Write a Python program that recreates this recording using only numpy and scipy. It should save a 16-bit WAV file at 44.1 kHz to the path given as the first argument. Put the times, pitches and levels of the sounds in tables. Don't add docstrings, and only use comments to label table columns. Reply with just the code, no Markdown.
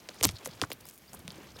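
import sys
import numpy as np
from scipy import signal
from scipy.io import wavfile

SR = 44100
rng = np.random.default_rng(int(sys.argv[2]) if len(sys.argv) > 2 else 0)


def boost_factor(decibels):
    exponent = np.asarray(decibels, float) / 20
    return 10 ** exponent


def to_wav(s):
    ch = np.atleast_2d(s).T
    pcm = np.round(np.clip(ch, -1, 1) * 32767)
    wavfile.write(sys.argv[1], SR, pcm.astype(np.int16))


N = 70560


def rms_one(x):
    return x / np.sqrt(np.mean(x ** 2) + 1e-20)


def add(out, start_s, x):
    i = int(start_s * SR)
    out[i:i + len(x)] += x[:max(len(out) - i, 0)]


def band(x, hz, octaves):
    edges = hz * 2 ** (np.array([-.5, .5]) * octaves)
    edges = np.clip(edges, 20, [15000, 19000])
    return signal.sosfilt(signal.butter(2, edges, "band", fs=SR, output="sos"), x)


def drift(rate_hz):
    r = np.exp(-2 * np.pi * rate_hz / SR)
    noise = rng.standard_normal(N + SR)
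    slow = signal.lfilter([1], [1, -2 * r, r * r], noise)[SR:]
    return rms_one(slow - slow.mean())


def grains(size, rate_per_s, spread_db):
    chance, strength, sign = rng.random((3, size))
    hit = chance < rate_per_s / SR
    return hit * boost_factor(-spread_db * np.log(strength + 0.01)) * np.sign(sign - .5)


def coloured(spectrum, patchy_db, flicker_hz):
    out, together = 0, drift(flicker_hz)
    white = rng.standard_normal((2, N))
    f, level = np.transpose(spectrum)
    for k, hz in enumerate(30 * 2 ** np.arange(0, 9.6, .5)):
        gain_db = np.interp(np.log(hz), np.log(f), level)
        gain_db = gain_db + patchy_db * (together + drift(flicker_hz))
        out = out + boost_factor(gain_db) * band(white[k % 2], hz, 0.65)
    return rms_one(out)


def crack(hz):
    t = np.arange(600) / SR
    t60_s, fray_db, wide_db = 0.004, -13, -2
    burst = boost_factor(fray_db) * rng.standard_normal(len(t)) * boost_factor(-60 * t / t60_s)
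    burst[0] = 1
    x = band(burst, hz, 1.1) * 2 + boost_factor(wide_db) * band(burst, 3540, 2.4)
    return x / np.abs(x).max()


# (t/s, crack level/dB, crack f/Hz, knock level/dB)
TWIG_SNAPS = [(0.0888, -22.5, 3800, -43.5), (0.0924, -29, 3850, -54), (0.1446, -38, 6400, -55),
              (0.2108, -22, 2830, -40), (0.2287, -12.5, 5730, -32), (0.2347, -4, 7600, -28.5),
              (0.2394, -7.5, 8200, -27.5), (0.2417, -5.5, 5100, -34), (0.2466, -2.5, 6030, -29),
              (0.2505, -6, 5470, -27.5), (0.2586, -33, 4960, -32), (0.2903, -18, 3830, -37.5),
              (0.2994, -34, 4500, -48), (0.4589, -19.5, 5830, -34.5), (0.6158, -11.5, 3430, -28),
              (0.6195, -25, 4800, -28.5), (0.6378, -31.5, 5300, -36), (0.6478, -39, 5000, -43),
              (0.7032, -34, 10300, -36.5), (0.717, -20, 2900, -41.5), (0.7207, -38, 6100, -49),
              (0.7235, -29.5, 4330, -63), (0.733, -25.5, 13300, -62), (0.8546, -31, 12000, -49),
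              (0.9108, -35, 7560, -71), (.978, -35, 9700, -79), (1.133, -30.5, 8400, -47.5),
              (1.156, -44, 13500, -65), (1.279, -24, 3750, -43), (1.305, -29, 3730, -52),
              (1.32, -34.5, 8600, -48), (1.358, -38.5, 6800, -68)]


def snaps():
    out, t = np.zeros(N), np.arange(2000) / SR
    fall_s, t60_s = 0.001026, 0.029
    pitch_hz = 3000 / (1 + t / fall_s) ** 1.1
    shape = (1 - np.exp(-t / fall_s)) * boost_factor(-60 * t / t60_s)
    shape = shape / shape.max()
    for start_s, crack_db, hz, knock_db in TWIG_SNAPS:
        add(out, start_s, boost_factor(crack_db) * crack(hz))
        pitch_factor = rng.uniform(0.717, 1.315)
        rough = 1 + 2 * band(rng.standard_normal(len(t)), 500, 2.0)
        knock = np.sin(2 * np.pi * pitch_factor * np.cumsum(pitch_hz) / SR)
        add(out, start_s, boost_factor(knock_db) * rough * shape * knock)
    return out


# (start t/s, length t/s, level/dB, centre f/Hz, width/octaves)
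LEAF_SCRAPES = [(0.184, 0.01, -52, 5470, 0.69), (0.198, 0.019, -52.5, 3870, 2.2),
                (0.227, 0.011, -32.5, 6000, 5.2), (0.239, 0.0061, -25, 6660, 0.6),
                (0.2504, 0.0039, -21.5, 6400, 4.8), (0.258, 0.044, -45, 3950, 1.93),
                (.2675, .006, -40, 13000, .7), (.2815, 0.004, -36.5, 4700, .6),
                (.6235, .005, -44, 11500, 1.2), (0.7175, .0045, -46, 8900, 3), (0.308, 0.014, -48, 3000, 4),
                (0.355, 0.02, -50.5, 4270, 0.44), (0.384, 0.0078, -50, 4450, 1.45),
                (0.438, 0.033, -55.5, 6900, 1.4), (0.447, 0.019, -43.5, 5860, 2.4),
                (.472, 0.0063, -47, 11000, 1.8), (0.547, 0.024, -62, 4960, 2.6),
                (0.62, 0.02, -42.5, 4040, 1.43), (0.7, 0.012, -52.5, 4870, 1.4),
                (0.726, 0.0048, -42, 11000, 3.5), (0.806, 0.0078, -54, 5960, 3.1),
                (0.864, 0.039, -52.5, 9800, 3.3), (0.98, 0.0096, -54, 11200, 2),
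                (1.138, 0.021, -53, 9900, 1.05), (1.13, 0.021, -52, 795, 0.91),
                (1.189, 0.0066, -54.5, 10100, 0.85), (1.19, 0.01, -54, 845, 1.5),
                (0.637, 0.0038, -30, 1300, 0.48), (0.92, 0.049, -58.5, 11900, 1.8)]


def scrapes():
    out, t = np.zeros(N), np.arange(3500) / SR
    knots_s = np.arange(0, .09, .003)
    for start_s, length_s, db, hz, octaves in LEAF_SCRAPES:
        edge_s = .001 + .15 * length_s
        shape = np.clip(np.minimum(t, length_s - t) / edge_s + .5, 0, 1)
        lumps_db = rng.normal(0, 3.5, len(knots_s))
        shape = shape * boost_factor(np.interp(t, knots_s, lumps_db)) * (t < 1.3 * length_s)
        rub = band(grains(len(t), rate_per_s=5500, spread_db=3.5), hz, max(octaves, .2))
        add(out, start_s, boost_factor(db) * shape * rms_one(rub))
    return out


# (t/s, level/dB, f/Hz, 60 dB decay t/s)
WEIGHT_THUDS = [(.0905, -39, 579, 0.027), (0.218, -36.5, 94, 0.087), (0.239, -37, 257, 0.045),
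                (0.2502, -20, 280, 0.029), (0.26, -29, 100, 0.17), (.268, -31, 190, 0.1),
                (0.286, -30.5, 87, 0.048), (0.336, -39.5, 100, 0.14), (0.473, -33.5, 516, 0.035),
                (0.49, -43, 170, 0.071), (0.625, -29.5, 294, 0.042), (0.634, -30, 112.5, 0.041),
                (0.7187, -36.5, 498, 0.019), (.213, -36, 448, 0.046), (1.25, -41.5, 173.6, 0.12),
                (1.283, -41.5, 175, 0.079), (1.384, -40, 307, 0.02), (1.562, -43.5, 466, 0.025)]


def thuds():
    out, t = np.zeros(N), np.arange(SR // 4) / SR
    rise_cycles = 0.19
    for start_s, db, hz, t60_s in WEIGHT_THUDS:
        shape = (1 - np.exp(-t * hz / rise_cycles)) * boost_factor(-60 * t / t60_s)
        add(out, start_s, boost_factor(db) * shape / shape.max() * np.sin(2 * np.pi * hz * t))
    return out


# (t/s, ground rumble level/dB, scuffing level/dB, treble rustle level/dB)
LITTER_LEVELS = [(0, -65, -58.5, -64), (.12, -64, -57, -55), (.2, -67, -57, -58.5), (.33, -50.5, -58, -59),
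                 (.4, -74, -56.5, -57), (.5, -56, -55.5, -58), (.6, -60.5, -58, -57.5),
                 (.7, -56, -59.5, -60.5), (.78, -63, -60, -66), (.86, -61.5, -60, -63),
                 (.95, -70.5, -63.5, -68), (1.11, -64, -64.5, -60.5), (1.136, -52.5, -55, -57),
                 (1.22, -56.5, -60, -64), (1.36, -59, -52, -58.5), (1.45, -63, -54.5, -59.5),
                 (1.52, -53.5, -59, -58.5), (1.6, -55, -56.5, -57)]
# (f/Hz, relative level/dB per Hz)
SCUFF_SPECTRUM = [(88, -23), (150, -15.5), (193, -6.5), (384, -11), (3000, -24), (3900, -41), (6600, -120)]
# (f/Hz, relative level/dB per Hz)
RUSTLE_SPECTRUM = [(880, -9), (1500, -11.5), (4650, -9), (5160, -11), (12000, -29), (15600, -73),
                   (22000, -120)]


def litter():
    s, *levels = np.transpose(LITTER_LEVELS)
    rumble, scuff, rustle = [boost_factor(np.interp(np.arange(N) / SR, s, db)) for db in levels]
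    ticks = 0
    for hz in (2500, 5000, 10000):
        clicks = grains(N, rate_per_s=75, spread_db=2.9) + 1e-18
        ticks = ticks + band(clicks, hz, 0.97)
    treble = coloured(RUSTLE_SPECTRUM, patchy_db=4.0, flicker_hz=59.0) + boost_factor(12) * ticks
    return (rumble * rms_one(band(rng.standard_normal(N), 100, 1.77))
            + scuff * coloured(SCUFF_SPECTRUM, patchy_db=1.5, flicker_hz=46.6)
            + rustle * treble)


# (start t/s, length t/s, level/dB, start f/Hz, end f/Hz)
BIRD_WHISTLES = [(.15, .03, -62, 4500, 5700), (.829, .034, -60, 4150, 5500), (1.07, .036, -61, 4300, 5600),
                 (1.539, .027, -57, 4750, 5650)]


def bird():
    out = np.zeros(N)
    for start_s, length_s, db, start_hz, end_hz in BIRD_WHISTLES:
        u = np.linspace(0, 1, int(length_s * SR))
        pitch_hz = start_hz + (end_hz - start_hz) * u
        swell = np.sqrt(2 * u * np.abs(np.sin(np.pi * u)))
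        add(out, start_s, boost_factor(db) * swell * np.sin(2 * np.pi * np.cumsum(pitch_hz) / SR))
    flutter_db, echo_db, echo_s = 4.5, -8, .008
    out = out * boost_factor(flutter_db * drift(160))
    return out + boost_factor(echo_db) * np.roll(out, int(echo_s * SR))


# (f/Hz, relative level/dB per Hz)
AIR_SPECTRUM = [(35, -58), (60, -6), (208, -13), (12200, -23.5), (15400, -21.5), (16500, -51)]


def still_air():
    return boost_factor(-61.5) * coloured(AIR_SPECTRUM, patchy_db=1.0, flicker_hz=20)


def scatter(near):
    t = np.arange(SR // 5) / SR
    echo_db, t60_s = -19, .07
    echo = rng.standard_normal(len(t)) * boost_factor(-60 * t / t60_s)
    echo = echo / np.sqrt(np.sum(echo ** 2))
    return near + boost_factor(echo_db) * signal.fftconvolve(near, echo)[:N]


def scene():
    near = scatter(snaps() + scrapes() + thuds())
    return (near + litter() + bird() + still_air())[None]


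def roll_off(x):
    return signal.sosfilt(signal.butter(12, 16840, fs=SR, output="sos"), x)


def record(dry):
    soft = signal.sosfilt(signal.butter(6, 16000, fs=SR, output="sos"), dry)
    soft = signal.sosfilt(signal.butter(2, 45, "high", fs=SR, output="sos"), soft)
    return roll_off(soft)


dry = scene()
out = record(dry)
to_wav(out)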